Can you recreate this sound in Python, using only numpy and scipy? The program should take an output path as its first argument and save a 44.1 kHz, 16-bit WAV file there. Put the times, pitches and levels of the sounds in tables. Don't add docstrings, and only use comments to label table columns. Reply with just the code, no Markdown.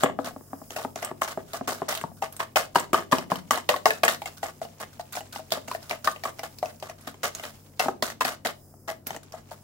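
import sys
import numpy as np
from scipy import signal
from scipy.fft import rfft, irfft, next_fast_len
from scipy.io import wavfile
from scipy.ndimage import uniform_filter1d

SR = 44100
rng = np.random.default_rng(int(sys.argv[2]) if len(sys.argv) > 2 else 0)


def log_audio(samples):
    frames = np.atleast_2d(samples).T
    limited = np.clip(frames, -1, 1)
    pcm = np.round(limited * 32767).astype(np.int16)
    wavfile.write(sys.argv[1], SR, pcm)


N = 424683

# (frequency [Hz], relative density [dB])
NOISE_SPECTRUM = [(12, -31.5), (20, -6.5), (110, -2.5), (150, -19), (222, 1), (337, -6), (399, -8.5),
                  (527, -10), (1570, -26), (4060, -51.5), (4940, -42), (9140, -49.5), (16000, -40)]
# (frequency [Hz], correlation [0-1])
NOISE_CORRELATION = [(60, 0.96), (300, 0.96), (1000, 0.74), (3000, .1)]
# (frequency [Hz], level [dB], rms frequency deviation [Hz])
HUM_LINES = [(95, -58, 2.1), (142, -58.5, 11.66), (206.4, -66.5, 15)]
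# (frequency [Hz], t60 [s])
ROOM_DECAY = [(200, 0.65), (600, 0.28), (1500, 0.2), (4000, 0.26), (10000, 0.19)]
# (time [s], fizz level [dB], wet crackle level [dB])
BUBBLE_LEVELS = [(0.0, -71, -67), (0.32, -53.5, -67), (0.56, -49, -77), (0.8, -48.5, -63), (1.1, -60, -70),
                 (1.3, -51, -62), (1.9, -72, -55), (2.15, -53, -77), (2.841, -61.5, -62), (4.0, -54.5, -59),
                 (4.24, -51.5, -61), (4.75, -57.5, -59), (6.699, -52.5, -58.5), (7.11, -63, -64.5),
                 (7.4, -52, -52), (7.6, -55.5, -58.5), (8.34, -67, -70), (8.64, -53.5, -74),
                 (8.95, -58, -92), (9.1, -69, -64), (9.63, -56, -57.5)]
# (frequency [Hz], filter gain [dB])
FIZZ_SPECTRUM = [(2470, -68), (4200, -32), (5110, -7), (5530, -14.5), (6830, -12), (14800, -10.5),
                 (16000, -4.5)]
WET_SPECTRUM = [(900, -3.5), (1500, -9.5), (4000, -13.5), (7000, -11.5), (16000, -31.5)]
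HISS_SPECTRUM = [(880, -10.5), (1500, 5), (1790, -14.5), (3310, -12.5), (3690, -8), (4080, -9),
                 (7610, -8.5), (9190, -10.5), (15100, -11.5), (16000, -6.5)]
# (time [s], relative level [dB], frequency [Hz])
WIRE_CLICKS = [(0.246, -32, 4140), (1.048, -17.5, 8180), (1.534, -27, 4100), (1.732, -29, 5060),
               (1.901, -26, 4730), (1.951, -17, 3380), (1.975, -20.5, 3370), (2.325, -29.5, 11600),
               (2.366, -27.5, 8500), (2.798, -20.5, 7730), (3.5206, -21.5, 7940), (4.0499, -12, 7930),
               (4.438, -25.5, 7650), (5.13, -38, 7700), (5.33, -32.5, 4350), (5.506, -28.5, 3620),
               (5.5212, -10.5, 4170), (5.829, -35, 4900), (6.439, -30, 1870), (5.896, -23, 4270),
               (6.586, -28.5, 4970), (6.8, -36, 5460), (7.011, -38, 9990), (7.35, -21.5, 6600),
               (8.281, -26, 5640), (8.47, -18, 3900), (9.07, -18, 12500), (9.323, -35, 5630)]
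# (time [s], relative hiss [dB], relative ring [dB], contact duration [s])
DRAGS = [(0.0, -37.5, -37, 0.045), (0.035, -51, -22.5, 0.08), (0.19, -52.5, -47, 0.099),
         (0.243, -36.5, -30, 0.047), (0.359, -69, -60, 0.21), (0.528, -76, -61, 0.13),
         (0.701, -44, -42, 0.041), (0.759, -34, -28.5, 0.091), (0.955, -43.5, -42.5, 0.09),
         (1.023, -45, -31.5, 0.088), (1.213, -29, -22.5, 0.039), (1.275, -34.5, -31, 0.053),
         (1.37, -59, -42.5, 0.038), (1.481, -52.5, -59, 0.057), (1.532, -33.5, -27.5, 0.043),
         (1.674, -27.5, -24.5, 0.23), (1.818, -75, -35, 0.012), (1.885, -25.5, -24, 0.3),
         (2.168, -54.5, -65, 0.021), (2.218, -39.5, -30.5, 0.042), (2.319, -58, -54, 0.083),
         (2.393, -34, -25, 0.043), (2.558, -23, -19, 0.095), (2.747, -34, -27, 0.017),
         (2.756, -29, -20, 0.09), (2.93, -26.5, -16, 0.11), (3.116, -26.5, -18.5, 0.12),
         (3.301, -37.5, -35.5, 0.092), (3.508, -24.5, -17.5, 0.097), (3.688, -27.5, -20.5, 0.1),
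         (3.855, -27.5, -27, 0.13), (4.032, -25, -17.5, 0.033), (4.08, -23.5, -24, 0.071),
         (4.214, -52, -58, 0.03), (4.256, -41, -38, 0.026), (4.368, -46, -63, 0.018),
         (4.427, -38.5, -33, 0.073), (4.614, -43.5, -43, 0.037), (4.799, -39.5, -32, 0.035),
         (4.928, -49.5, -70, 0.0063), (4.992, -45.5, -54, 0.018), (5.123, -36, -49.5, 0.071),
         (5.324, -40.5, -45.5, 0.07), (5.517, -33.5, -26.5, 0.063), (5.676, -43, -48, 0.086),
         (5.817, -53, -52, 0.1), (5.897, -41, -32, 0.062), (6.042, -32.5, -34.5, 0.077),
         (6.235, -38, -35, 0.012), (6.25, -37.5, -28.5, 0.046), (6.385, -46, -37, 0.012),
         (6.43, -40.5, -35, 0.033), (6.623, -48, -45, 0.087), (6.823, -46, -39, 0.052),
         (6.886, -50.5, -43, 0.027), (6.98, -56, -56, 0.14), (7.07, -36, -30, 0.01),
         (7.232, -25.5, -22, 0.05), (7.344, -49, -52, 0.12), (7.426, -43, -40.5, 0.078),
         (7.793, -27, -23, 0.12), (8.022, -28, -26.5, 0.1), (8.206, -27.5, -19, 0.015),
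         (8.245, -28, -26.5, 0.098), (8.448, -30.5, -23.5, 0.06), (8.876, -36.5, -26.5, 0.041),
         (9.063, -43.5, -42, 0.11), (9.23, -49.5, -56, 0.0074), (9.321, -51.5, -43, 0.064),
         (9.509, -48, -45.5, 0.029)]
# (frequency [Hz], relative level [dB], unscaled t60 [s])
WALL_MODES = [(481, -9, 0.18), (593, -18.5, 0.1), (665.4, -1, 0.059), (728.4, 4, 0.034), (834, -1, 0.043),
              (920.6, 3, 0.03), (1079, 4.5, 0.033), (1161, 2.5, 0.038), (1280, -5, 0.015),
              (1520, -3, 0.039), (1614, 0, 0.031)]
RIM_MODES = [(1929, 7.5, 0.021), (2226, -4.5, 0.03), (2582, -3, 0.024), (2888, -2.5, 0.031),
             (3120, 0, .015)]
BASE_MODES = [(180.7, -8, 0.12), (265.8, 5, 0.12), (394, 5, 0.1)]
# (time [s], relative level [dB], ring centre [Hz], thud [dB re blow], sharpness [dB re blow])
IMPACTS = [(0.035, -3.5, 604, -9.5, -10.5), (0.093, -20, 712, -8.5, -30), (0.189, -12.5, 637, -10, -31),
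           (0.273, -22.5, 662, -13.5, -18.5), (0.309, -33, 678, -20, -19.5), (0.363, -25, 654, -6.5, -29.5),
           (0.41, -36, 624, -1.5, -32), (0.532, -20, 763, -8.5, -35.5), (0.617, -30, 649, -8.5, -37.5),
           (0.706, -28.5, 495, -5.5, -1.5), (0.763, -23.5, 680, -32, -5), (0.785, -24, 599, -21.5, -22.5),
           (0.849, -15, 870, -8, -27), (0.959, -23, 743, -13, -6), (1.027, -23, 673, -16.5, -2),
           (1.114, -19, 800, -5.5, -33.5), (1.213, -33, 1070, -39.5, -14), (1.278, -29, 885, -34.5, -5.5),
           (1.375, -16, 604, -6.5, -28.5), (1.542, -28, 652, -26, -29.5), (1.611, -18.5, 710, -5.5, -33.5),
           (1.678, -18.5, 704, -6, -14.5), (1.721, -21.5, 638, -11.5, -30.5), (1.819, -13.5, 776, -8, -31),
           (1.883, -26, 664, -22.5, -8), (1.925, -25, 704, -34.5, -1.5), (2.013, -26, 1500, -9, -1),
           (2.039, -15, 848, -11, -24.5), (2.116, -38, 632, -8.5, -33), (2.223, -14, 767, -26.5, -14.5),
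           (2.402, -20.5, 1157, -37, -10), (2.559, -9, 674, -35.5, -4.5), (2.757, -3.5, 1160, -14.5, -9.5),
           (2.932, -7, 1088, -6.5, -8.5), (2.943, -4, 1080, -18, -15.5), (3.114, -25.5, 676, -28, -1.5),
           (3.123, -13.5, 1263, -12.5, -6.5), (3.128, -4, 850, -10, -17), (3.184, -16.5, 800, -13.5, -6.5),
           (3.301, -28.5, 667, -12.5, -7), (3.318, -6.5, 873, -13, -22.5), (3.357, -24.5, 950, -7.5, -1.5),
           (3.508, -3.5, 1133, -26.5, -8), (3.553, -28, 654, -24.5, -8), (3.575, -16.5, 865, -20.5, -8),
           (3.691, -8.5, 670, -22, -1), (3.74, -13, 1185, -21, -15), (3.763, -21.5, 694, -27, -3.5),
           (3.857, -3.5, 728, -29.5, -7.5), (3.906, -18.5, 660, -20, -0.5), (4.034, -7, 700, -22, -5),
           (4.08, -19, 650, -20.5, 0), (4.219, -23, 740, -23, -8), (4.258, -24.5, 762, -25, -1.5),
           (4.285, -33.5, 708, -13, -4.5), (4.431, -16, 678, -25, -11), (4.616, -20, 660, -20, -20.5),
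           (4.651, -29, 648, -25.5, -15.5), (4.802, -35, 630, -24, -18.5), (4.827, -34, 730, -8, -6),
           (4.996, -23, 750, -32.5, -16.5), (5.132, -36, 1184, -23, -2), (5.153, -28, 759, -27.5, -0.5),
           (5.171, -20, 760, -29, -14.5), (5.207, -28, 690, -18, -5.5), (5.36, -23.5, 830, -16, -7.5),
           (5.394, -28, 692, -32, -30), (5.52, -15.5, 655, -20, -7.5), (5.573, -22.5, 686, -11.5, -21),
           (5.682, -25.5, 642, -13, -3), (5.714, -18, 940, -24, -9.5), (5.749, -21.5, 676, -21, -13),
           (5.91, -19.5, 759, -16, -2), (6.044, -42, 678, -19.5, -7.5), (6.058, -28, 650, -30, -13),
           (6.074, -6.5, 1267, -28.5, -13), (6.161, -33, 623, -21.5, -7.5), (6.237, -25.5, 622, -27.5, -1),
           (6.254, -16, 991, -20, -19), (6.393, -27.5, 670, -21, 0), (6.434, -22.5, 766, -25, -6.5),
           (6.628, -12, 700, -32, -21.5), (6.658, -27, 656, -16, -5), (6.826, -21, 615, -17, -12),
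           (6.897, -29, 676, -17.5, -2), (7.074, -26.5, 700, -8.5, -7), (7.143, -36, 940, -8.5, -8.5),
           (7.232, -29, 676, -21, 0), (7.397, -31.5, 689, -15, -5), (7.437, -28.5, 636, -15, 0),
           (7.797, -15.5, 713, -42.5, 0), (7.839, -21, 607, -25.5, -24.5), (7.859, -17.5, 678, -8, -21.5),
           (7.884, -9.5, 815, -11, -21), (8.025, -13.5, 693, -13.5, 0), (8.101, -29, 705, -12.5, 2),
           (8.209, -13, 1168, -29, -6), (8.25, -17.5, 761, -17, -1.5), (8.451, -19.5, 641, -15, -1),
           (8.74, -40.5, 730, -9, -29.5), (8.883, -21, 800, -23.5, -16), (9.068, -32.5, 690, -3, 2),
           (8.89, -25.5, 629, -33.5, -7), (9.106, -20.5, 765, -15.5, -10.5), (9.147, -31.5, 596, -14, -9),
           (9.164, -27, 705, -12.5, -4), (9.34, -26.5, 713, -24.5, -38.5), (9.514, -28, 749, -26.5, -23)]
# (frequency [Hz], left minus right [dB])
MIC_BALANCE = [(5000, -0.5), (9000, -1), (16000, -3.5)]


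def gain_of(db):
    return 10 ** (np.asarray(db) / 20)


def unit_rms(x):
    return x / np.sqrt(np.mean(x ** 2) + 1e-20)


def spectrum_at(points, hz):
    f, value = np.transpose(points)
    return np.interp(np.log(hz + 1), np.log(f + 1), value)


def add(mix, s, sound):
    part = mix[:, round(s * SR):][:, :sound.shape[1]]
    part += sound[:, :part.shape[1]]


def coloured(x, points):
    size = next_fast_len(N)
    response = gain_of(spectrum_at(points, np.fft.rfftfreq(size, 1 / SR)))
    return irfft(rfft(x, size) * response, size)[..., :N]


def grains(per_s, uneven_db):
    size = gain_of(uneven_db * np.minimum(rng.exponential(1, (2, N)), 5))
    return unit_rms(size * rng.choice([-1., 1.], (2, N)) * (rng.random((2, N)) < per_s / SR))


def waver(samples):
    return unit_rms(uniform_filter1d(rng.standard_normal(N), samples))


def coupling_db(hz, centre_hz, db_per_octave):
    return -db_per_octave * abs(np.log2(hz / centre_hz))


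def ring(modes, phase_spread, t60_scale, boost_db=0, scatter_db=6.5, rise_s=0.001, detune=0.056):
    hz, db, t60 = np.transpose(modes)[:, :, None]
    t = np.arange(3500) / SR
    size, mistuning, shift = rng.standard_normal((len(modes), 3)).T[:, :, None]
    decay_db = 60 * t / (t60 * max(t60_scale, .1))
    envelope = gain_of(db + boost_db + scatter_db * size - decay_db) * (1 - np.exp(-t / rise_s))
    cycles = hz * (1 + detune * mistuning) * t
    pair = np.array([(envelope * np.sin(2 * np.pi * (cycles + side * phase_spread * shift))).sum(0)
                     for side in (-.5, .5)])
    return pair / abs(pair.mean(0)).max()


def background():
    hz, t = np.fft.rfftfreq(N, 1 / SR), np.arange(N) / SR
    common, separate = rfft(rng.standard_normal((2, N)))
    correlation = np.clip(spectrum_at(NOISE_CORRELATION, hz), 0, 1)
    pair = np.array([common, correlation * common + np.sqrt(1 - correlation ** 2) * separate])
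    out = gain_of(-56.5) * unit_rms(irfft(pair * gain_of(spectrum_at(NOISE_SPECTRUM, hz)), N))
    for line_hz, db, deviation_hz in HUM_LINES:
        drift = np.cumsum(waver(samples=2000)) * deviation_hz / SR
        out += np.sqrt(2) * gain_of(db) * np.sin(2 * np.pi * (line_hz * t + drift))
    return out * gain_of([[1.6], [-1.6]])


def reverberation(x):
    echoes = np.zeros((2, 20000))
    delays = np.arange(200, 19980, 20) + rng.integers(0, 20, (989, 2)).T
    np.put_along_axis(echoes, delays, rng.choice([-1., 1.], delays.shape), 1)
    hz, t, bands = signal.stft(echoes, SR, nperseg=256)
    decay = gain_of(-60 * t / spectrum_at(ROOM_DECAY, hz)[:, None])
    tail = signal.istft(bands * decay, SR, nperseg=256)[1]
    return signal.fftconvolve(x, tail / np.linalg.norm(tail[0]), axes=1)[:, :N]


def crackle(per_s):
    out, t = np.zeros((2, N)), np.arange(300) / SR
    for hz in np.geomspace(2200, 13000, num=16):
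        snap = np.sin(2 * np.pi * hz * t) * np.exp(-hz * t / 1.8)
        out += signal.oaconvolve(grains(per_s, 2.3), snap[None] / np.linalg.norm(snap), axes=1)[:, :N]
    return out


def bubbles():
    s, fizz_db, wet_db = np.transpose(BUBBLE_LEVELS)
    t = np.arange(N) / SR
    fizz = unit_rms(coloured(grains(19000, 1.8), FIZZ_SPECTRUM)) * gain_of(.8 * waver(samples=400))
    wet = unit_rms(coloured(grains(6000, 2.5) + .16 * crackle(14), WET_SPECTRUM))
    wet *= gain_of(3 * waver(samples=1500))
    return fizz * gain_of(np.interp(t, s, fizz_db)) + wet * gain_of(np.interp(t, s, wet_db))


def wire_clicks():
    out, t = np.zeros((2, N)), np.arange(900) / SR
    envelope = gain_of(-60 * t / .005) + 0.77 * gain_of(-60 * t / 0.05)
    low_hz, high_hz = 3560, 8200
    wires_hz = low_hz * (high_hz / low_hz) ** rng.random(len(IMPACTS))
    on_bowl = [(s, db + sharp_db, hz) for (s, db, _, _, sharp_db), hz in zip(IMPACTS, wires_hz)]
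    for s, db, hz in WIRE_CLICKS + on_bowl:
        white, modulator = rng.standard_normal((2, 2, len(t)))
        broadband = 0.064 * np.diff(white, prepend=0) + 0.44 * white
        resonance = unit_rms(uniform_filter1d(modulator, 24)) * np.sin(2 * np.pi * hz * t)
        add(out, s, gain_of(db - 5.0) * envelope * (broadband + 0.88 * resonance))
    return out


def contact_envelopes(lift_db_per_s=900, soft_db=-48):
    out, t = np.zeros((2, N)), np.arange(12000) / SR
    landing = np.minimum(t / np.array([[.002], [.008]]), 1)
    for s, hiss_db, ring_db, held_s in DRAGS:
        ease_db_per_s = 7.37 * max(ring_db - soft_db, 0)
        shape_db = -ease_db_per_s * np.minimum(t, held_s) - lift_db_per_s * np.maximum(t - held_s, 0)
        add(out, s, gain_of(shape_db + np.array([[hiss_db], [ring_db]])) * landing)
    return out


def friction():
    hiss_gain, ring_gain = contact_envelopes() * gain_of(1.8 * waver(samples=220))
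    hiss = unit_rms(coloured(grains(14000, 2.75) + 0.26 * crackle(45), HISS_SPECTRUM))
    hiss *= gain_of(2.0 * waver(samples=60)) * gain_of([[-.4], [.4]])
    s, _, centre_hz, thud_db, sharp_db = np.transpose(IMPACTS)
    last_blow = np.maximum(np.searchsorted(s, np.arange(N) / SR + 0.011) - 1, 0)
    centre_hz = centre_hz ** .6 * 680 ** .4
    slips = grains(900, 2.95)
    slips = 1.9 * slips[0] + 0.21 * slips
    wall_db = [coupling_db(hz, centre_hz, 4.64) + db for hz, db, _ in WALL_MODES]
    total_db = 10 * np.log10(sum(gain_of(db) ** 2 for db in wall_db))
    groups = [([mode], db - total_db, .06, .6) for mode, db in zip(WALL_MODES, wall_db)]
    groups.append((BASE_MODES, 0.72 * thud_db - 5.0, .03, .6))
    groups.append((RIM_MODES, 0.19 * sharp_db - 5.0, .4, .3))
    vibration = np.zeros((2, N))
    for modes, db, phase_spread, t60_scale in groups:
        response = ring(modes, phase_spread, t60_scale, scatter_db=0, detune=0)
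        vibration += signal.oaconvolve(slips * gain_of(db[last_blow]), response, axes=1)[:, :N]
    return hiss_gain * hiss + ring_gain * unit_rms(vibration) * gain_of([[-2.0], [-4.0]])


def impacts(hard_db=-14.5):
    out, wall_hz = np.zeros((2, N)), np.transpose(WALL_MODES)[0][:, None]
    for s, db, centre_hz, thud_db, sharp_db in IMPACTS:
        excess_db = max(db - hard_db, 0)
        t60_scale = (0.17 - 0.0425 * thud_db) / (1 - 0.01 * excess_db)
        pan_db = 3.5 + 0.0177 * thud_db + rng.standard_normal()
        boost_db = coupling_db(wall_hz, centre_hz, 32 * t60_scale / (1 + 0.22 * excess_db))
        wall = ring(WALL_MODES, 0.1, t60_scale, boost_db, scatter_db=2.05)
        rim = gain_of(sharp_db) * ring(RIM_MODES, 0.42, t60_scale, rise_s=0.00022)
        base = gain_of(thud_db) * ring(BASE_MODES, 0.045, 0.78 * t60_scale, rise_s=0.002)
        add(out, s, gain_of(db - 2.0 + pan_db * np.array([[.5], [-.5]])) * (wall + rim + base))
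    return out


def scene():
    bowl = impacts() + wire_clicks() + friction()
    bowl = signal.sosfilt(signal.butter(3, 110, "high", fs=SR, output="sos"), bowl)
    return bowl + gain_of(-11.5) * reverberation(bowl) + bubbles() + background()


def record(dry):
    shelf_hz, limit_hz = 15850, 16995
    hz, balance_db = np.transpose(MIC_BALANCE)
    pair = np.array([coloured(channel, np.transpose([hz, side * balance_db]))
                     for channel, side in zip(dry, (.5, -.5))])
    below_shelf = signal.firwin(511, shelf_hz, window=("kaiser", 8), fs=SR)[None]
    below_limit = signal.firwin(511, limit_hz, window=("kaiser", 9), fs=SR)[None]
    shelved = 0.038 * pair + 0.9 * signal.oaconvolve(pair, below_shelf, "same")
    return signal.oaconvolve(shelved, below_limit, "same")


dry = scene()
out = record(dry)
log_audio(out)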